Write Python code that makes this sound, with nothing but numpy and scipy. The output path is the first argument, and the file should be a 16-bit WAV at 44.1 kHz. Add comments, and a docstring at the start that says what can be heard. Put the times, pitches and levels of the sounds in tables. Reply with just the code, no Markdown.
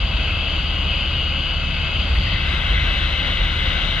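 """A diesel hum and an uneven rumble drone under a rush of running gear: a tractor pulls a planter.
The hum is a harmonic series on the engine's steadily turning shaft. The rush is broadband noise,
modulated into a quick flutter by a fast shaft, and carries two wavering rotor whines.
Deep, damped thuds come at the start and again past halfway, there with faint rattles and squeaks;
the rush then turns fuller in the midrange. A little wind rumbles underneath."""
import sys
import numpy as np
from scipy import signal
from scipy.fft import rfft, irfft, next_fast_len
from scipy.io import wavfile
from scipy.ndimage import uniform_filter1d, map_coordinates

SR = 44100
rng = np.random.default_rng(int(sys.argv[2]) if len(sys.argv) > 2 else 0)


def digitize_waveform(pressure):
    """Quantize a signal to 16-bit integers and store it at the path in sys.argv[1].

    Rows of a 2-D input are taken as channels; values are limited to [-1, 1].
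    """
    field = np.atleast_2d(pressure).T
    bounded = np.clip(field, -1, 1)
    quanta = np.round(bounded * 32767).astype(np.int16)
    wavfile.write(sys.argv[1], SR, quanta)


N = 176400
TIME_S = np.arange(N) / SR

SHAFT_HZ, SHAFT_WANDER = 18.42, 0.003
# Harmonics of the engine shaft: order, level_db
ENGINE_ORDERS = [(1, -48), (2, -29.5), (3, -36), (4, -29), (5, -41.5), (7, -47), (8, -44.5), (9, -47),
                 (12, -57.5), (16, -59), (18, -54), (31, -59.5), (36, -52.5)]
def diesel_hum(speed, waver_db=1.5):
    """Harmonic series: a periodic engine sounds at whole multiples of its shaft rate."""
    return sum(amp(db + waver_db * wobble(4.13)) * tone(round(order) * SHAFT_HZ * speed)
               for order, db in ENGINE_ORDERS)


# Envelope of the shudder: time_s, level_db
SHUDDER_ENVELOPE = [(0, -25.5), (.35, -28), (1, -30.5), (1.35, -35), (2.03, -27.5), (2.25, -20.5),
                    (2.45, -27), (2.75, -27), (3.15, -28.5), (3.45, -29.5), (4, -29.5)]
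# Spectra of the shudder and the roar: frequency_hz, relative_density_db
SHUDDER_SPECTRUM = [(10, -44), (22, -17.5), (36, -9), (52, -2), (68, -3.5), (84, -9.5), (98, -8.5),
                    (118, -14), (180, -19.5), (300, -49), (600, -73)]
ROAR_SPECTRUM = [(50, -33), (90, 3.5), (170, 3.5), (225, -4), (300, -16), (450, -27), (900, -70.5)]
def rumble(throb_db=2.5, roar_db=-35):
    """Random amplitude modulation makes deep noise shudder unevenly over a steady roar."""
    level_db, = curves(SHUDDER_ENVELOPE)
    shudder = unit(amp(throb_db * wobble(14)) * noise(SHUDDER_SPECTRUM))
    return amp(level_db) * shudder + amp(roar_db) * noise(ROAR_SPECTRUM)


FLUTTER_HZ, FLUTTER_DEPTH = 135.6, 0.055
# Early and late spectra of the rush: frequency_hz, left_density_db, right_density_db
EARLY_SPECTRUM = [(120, -89.5, -85.5), (272, -65, -63), (440, -67.5, -73.5), (535, -63.5, -64.5),
                  (900, -67.5, -70), (1554, -61.5, -66), (1756, -71.5, -73.5), (2110, -62.5, -62),
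                  (2464, -71.5, -68), (2390, -58, -60.5), (3090, -53.5, -60), (3360, -57.5, -67.5),
                  (3650, -68, -69.5), (3880, -61, -76.5), (4090, -72, -77.5), (4540, -64.5, -72.5),
                  (4910, -70.5, -78.5), (5310, -91.5, -95), (6200, -86, -103), (6660, -82, -99.5),
                  (7610, -105, -96), (9500, -99, -116), (11800, -101, -115), (15000, -113, -119)]
LATE_SPECTRUM = [(120, -81, -97), (270, -63.5, -62.5), (457, -68, -71.5), (516, -61, -63.5),
                 (880, -66, -70), (1260, -61, -65.5), (1550, -54.5, -66.5), (1805, -61, -66),
                 (2036, -51, -55), (2485, -64, -66.5), (2520, -56, -62), (3100, -54.5, -60),
                 (3440, -57.5, -59.5), (3775, -54.5, -68), (4590, -74, -80.5), (4830, -71.5, -72.5),
                 (5160, -82, -90), (5840, -81, -91), (6370, -87, -101), (6650, -79.5, -89),
                 (7500, -110, -113), (8080, -86, -89), (8400, -95.5, -109), (10700, -95, -114),
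                 (14900, -114, -119)]
# Likeness of left and right: frequency_hz, coherence
EARLY_COHERENCE = [(200, .97), (400, .76), (1150, .87), (1850, .3), (2300, .95), (3100, .96), (3500, .8),
                   (4600, .78), (5400, .15), (7000, .55)]
LATE_COHERENCE = [(200, .97), (400, .77), (1150, .86), (1750, .72), (2150, .95), (2700, .94), (3200, .85),
                  (4200, .7), (4650, .15), (7000, .4)]
# Phase between the channels: frequency_hz, left_lead_rad
EARLY_PHASE = [(150, 0), (430, .45), (900, .3), (1550, -.7), (1810, -1.5), (2200, .15), (3270, -.45),
               (4570, -1.2), (5400, -2.6)]
LATE_PHASE = [(150, 0), (430, .6), (1000, .3), (1550, -1.1), (1810, -3.5), (2070, -5.15), (3300, -5.8),
              (3620, -4.7), (4100, -6.3), (7000, -8.5)]
def running_gear(speed, sway_db=.35):
    """Amplitude modulation by a fast shaft flutters a rush that crossfades between two colours."""
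    early = rush(EARLY_SPECTRUM, EARLY_COHERENCE, EARLY_PHASE)
    late = rush(LATE_SPECTRUM, LATE_COHERENCE, LATE_PHASE)
    hiss = np.sqrt(1 - late_share()) * early + np.sqrt(late_share()) * late
    flutter = 1 + FLUTTER_DEPTH * tone(FLUTTER_HZ * speed) / np.sqrt(2)
    return hiss * flutter * amp(sway_db * wobble(12))


def rush(spectrum, coherence, phase, patchy_db=1.0):
    """Partial coherence: the sum and difference of two independent noises feed left and right."""
    def mid_side_gains(hz):
        angle = np.arccos(np.clip(along(coherence, hz), 0, 1)) / 2
        return np.array([np.cos(angle), np.sin(angle)])

    def colour(hz):
        return amp([along(spectrum, hz, column=1), along(spectrum, hz, column=2)]) * right_lag(phase, hz)

    white = signal.stft(rng.standard_normal((2, N)), nperseg=512)[2]
    patches = uniform_filter1d(rng.standard_normal(white.shape[1:]), size=6, axis=0)  # across frequency
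    patches = unit(uniform_filter1d(patches, size=14, axis=1))  # across time
    pair = unit(signal.istft(white * amp(patchy_db * patches), nperseg=512)[1][:, :N])
    mid, side = filtered(pair, mid_side_gains)
    return np.sqrt(SR / 2) * filtered(np.array([mid + side, mid - side]), colour)


# Passing peaks and dips in the rush: time_s, half_length_s, centre_hz, half_width_hz, left_db, right_db
BAND_SWELLS = [(.29, .045, 2600, 280, 5, 5), (3.18, .06, 3000, 500, 1.5, 1.5), (1.26, .08, 3150, 200, 3, 3),
               (2.24, .16, 1660, 130, -6, -4), (2.35, .09, 8200, 800, -6, -6), (2.53, .07, 8100, 500, 4, 3),
               (2.3, .15, 4600, 400, 5, 3), (2.2, .15, 3750, 250, -3, 0), (2.62, .17, 4400, 200, -7, 0),
               (2.28, .08, 4150, 300, 0, 5), (3.95, .2, 2480, 140, -6, -5), (3.97, .2, 1950, 200, -4, -3),
               (3.92, .17, 2980, 200, 3, 0), (3.95, .2, 3580, 220, 2, -6)]
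def swell_bands(x):
    """Time-varying filtering: bands of the rush rise or sink for a moment."""
    hz, t, spectra = signal.stft(x, SR, nperseg=1024)
    gain_db = 0
    for time_s, length, centre, width, left_db, right_db in BAND_SWELLS:
        bell = np.exp(-((hz[:, None] - centre) / width) ** 2 - ((t - time_s) / length) ** 2)
        gain_db += np.multiply.outer([left_db, right_db], bell)
    return signal.istft(spectra * amp(gain_db), SR, nperseg=1024)[1][:, :N]


# Paths of the two rotor tones: time_s, pitch_hz, level_db
LOW_ROTOR = [(0, 2622, -37), (.2, 2620, -36), (.4, 2646, -32.5), (.72, 2610, -37), (1, 2635, -37.5),
             (1.25, 2615, -39), (1.48, 2636, -37), (1.7, 2605, -35.5), (1.95, 2600, -36), (2.15, 2600, -45),
             (2.42, 2626, -34), (2.7, 2598, -38), (3, 2640, -33.5), (3.3, 2640, -43), (4, 2630, -52)]
HIGH_ROTOR = [(0, 2890, -39), (.2, 2880, -38), (.42, 2907, -37), (.6, 2893, -32), (.74, 2866, -34),
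              (.9, 2893, -29.5), (1.05, 2900, -31), (1.27, 2882, -30.5), (1.43, 2906, -30),
              (1.6, 2890, -35), (1.75, 2900, -45), (2.3, 2890, -45), (2.68, 2860, -39), (2.95, 2895, -35),
              (3.3, 2903, -33), (3.58, 2890, -37), (3.75, 2901, -33), (4, 2855, -37.5)]
# Carrier and sidebands of the high whine: offset_in_flutter_rates, gain_db
FLUTTER_SIDEBANDS = [(-1, -18), (0, 0), (1, -5.5), (2, -14)]
def rotor_whines():
    """Sidebands flank the higher whine at the flutter rate; both whines share the rush's phase lead."""
    low = whine(LOW_ROTOR, jitter_hz=13)
    high = sum(amp(db) * whine(HIGH_ROTOR, jitter_hz=3.5, offset_hz=round(step) * FLUTTER_HZ)
               for step, db in FLUTTER_SIDEBANDS)
    early = filtered(low + high, lambda hz: right_lag(EARLY_PHASE, hz))
    late = filtered(low + high, lambda hz: right_lag(LATE_PHASE, hz))
    return early + late_share() * (late - early)


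def whine(track, jitter_hz, offset_hz=0, waver_db=1.2):
    """Random frequency and amplitude modulation make a fast rotor's tone waver."""
    hz, db = curves(track)
    return amp(db + waver_db * wobble(14)) * tone(hz + offset_hz + jitter_hz * wobble(39.9))


# Thuds, likely from bumps in the ground: start_s, pitch_hz, peak_db, rise_s
THUDS = [(-.005, 53.2, -15.5, 0.035), (0.126, 55.5, -18.5, 0.049), (2.09, 58.3, -13, 0.056),
         (2.165, 55, -12.5, 0.031), (2.222, 42.3, -16.5, 0.051), (2.529, 48.3, -17, 0.036),
         (2.675, 51.6, -14, 0.047), (2.8, 42.2, -15.5, 0.049), (3.028, 54, -14.5, 0.016),
         (3.385, 41.8, -12.5, 0.03), (3.395, 90, -21.5, 0.021)]
def thuds():
    """Damped oscillation: each bump excites one deep ring that swells and quickly dies."""
    out = np.zeros(N)
    for start_s, hz, peak_db, rise_s in THUDS:
        age_s = np.maximum(TIME_S - start_s, 0)
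        envelope = (age_s / rise_s * np.exp(1 - age_s / rise_s)) ** 2
        out += amp(peak_db) * envelope * np.sin(2 * np.pi * (hz * age_s + rng.random()))
    return out


# Squeaks, likely of the planter's joints, and rattles: peak_s, half_length_s, pitch_hz, level_db
JOINT_SQUEAKS = [(2.095, .026, 7400, -64), (2.16, .016, 8950, -64), (2.855, .009, 5950, -53.5)]
METAL_RATTLES = [(2.165, 0.014, 2034, -32), (2.275, 0.019, 1960, -34), (2.355, 0.027, 1995, -31)]
def chafing_metal(events, scatter_hz):
    """Friction sounds in brief bursts, each a tone roughened by rapid frequency modulation."""
    out = np.zeros(N)
    for peak_s, half_length_s, hz, db in events:
        envelope = np.exp(-((TIME_S - peak_s) / half_length_s) ** 2)
        out += amp(db) * envelope * tone(hz + scatter_hz * wobble(4 * scatter_hz))
    return out


# Spectrum of the wind: frequency_hz, relative_density_db
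WIND_SPECTRUM = [(10, -22.5), (25, -4), (50, -7), (100, -10), (250, -30), (600, -79)]
def wind(level_db=-37.5):
    """Incoherent noise: wind rumbles independently on the left and on the right."""
    return amp(level_db) * np.array([noise(WIND_SPECTRUM), noise(WIND_SPECTRUM)])


def late_share(midpoint_s=2.393, length_s=0.64):
    """Linear crossfade from the early colour (0) to the late one (1)."""
    return np.clip((TIME_S - midpoint_s) / length_s + .5, 0, 1)


def right_lag(phase, hz):
    """Phase difference: a stereo response that shifts only the right channel."""
    return np.exp(1j * np.outer([0, -1], along(phase, hz)))


def panned(x, db):
    """Level difference: left raised and right lowered by db."""
    return x * amp([[db], [-db]])


def amp(db):
    """Decibels to amplitude ratio."""
    return 10 ** (np.asarray(db) / 20)


def unit(x):
    """Normalisation to rms 1."""
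    return x / np.sqrt(np.mean(x ** 2) + 1e-20)


def along(points, hz, column=1):
    """Interpolation of one column on a log frequency axis."""
    table = np.transpose(points)
    return np.interp(np.log(hz + 1), np.log(table[0] + 1), table[column])


def curves(rows):
    """Linear interpolation in time of each column after the first."""
    times_s, *columns = np.transpose(rows)
    return [np.interp(TIME_S, times_s, column) for column in columns]


def wobble(knots_per_s):
    """Smooth random modulation: a spline through Gaussian values."""
    knots = rng.standard_normal(int(N * knots_per_s / SR) + 4)
    return map_coordinates(knots, [TIME_S * knots_per_s])


def filtered(x, response):
    """Linear filtering: the spectrum times a complex frequency response."""
    size = next_fast_len(N + SR // 2)
    return irfft(rfft(x, size) * response(np.fft.rfftfreq(size, 1 / SR)), size)[..., :N]


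def noise(spectrum):
    """Spectral shaping of white noise, at rms 1."""
    return unit(filtered(rng.standard_normal(N), lambda hz: amp(along(spectrum, hz))))


def tone(hz):
    """A sine of rms 1 whose phase is the integral of its frequency."""
    return np.sqrt(2) * np.sin(2 * np.pi * (np.cumsum(hz) / SR + rng.random()))


def scene():
    """Superposition: bass near the centre; rush, whines and metal to the left; wind on both sides."""
    speed = 1 + SHAFT_WANDER * wobble(1.99)
    bass = diesel_hum(speed) + rumble() + thuds()
    breeze = wind()
    gear = swell_bands(running_gear(speed))
    whines = rotor_whines()
    metal = chafing_metal(JOINT_SQUEAKS, scatter_hz=170) + chafing_metal(METAL_RATTLES, scatter_hz=110)
    return panned(bass, db=.2) + gear + panned(whines + metal, db=2.7) + breeze


def record(dry, fade_s=.004, cutoff_hz=15400):
    """Band limiting: a brief fade-in, then a sharp low-pass filter."""
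    return filtered(dry * np.minimum(TIME_S / fade_s, 1), lambda hz: hz < cutoff_hz)


dry = scene()
out = record(dry)
digitize_waveform(out)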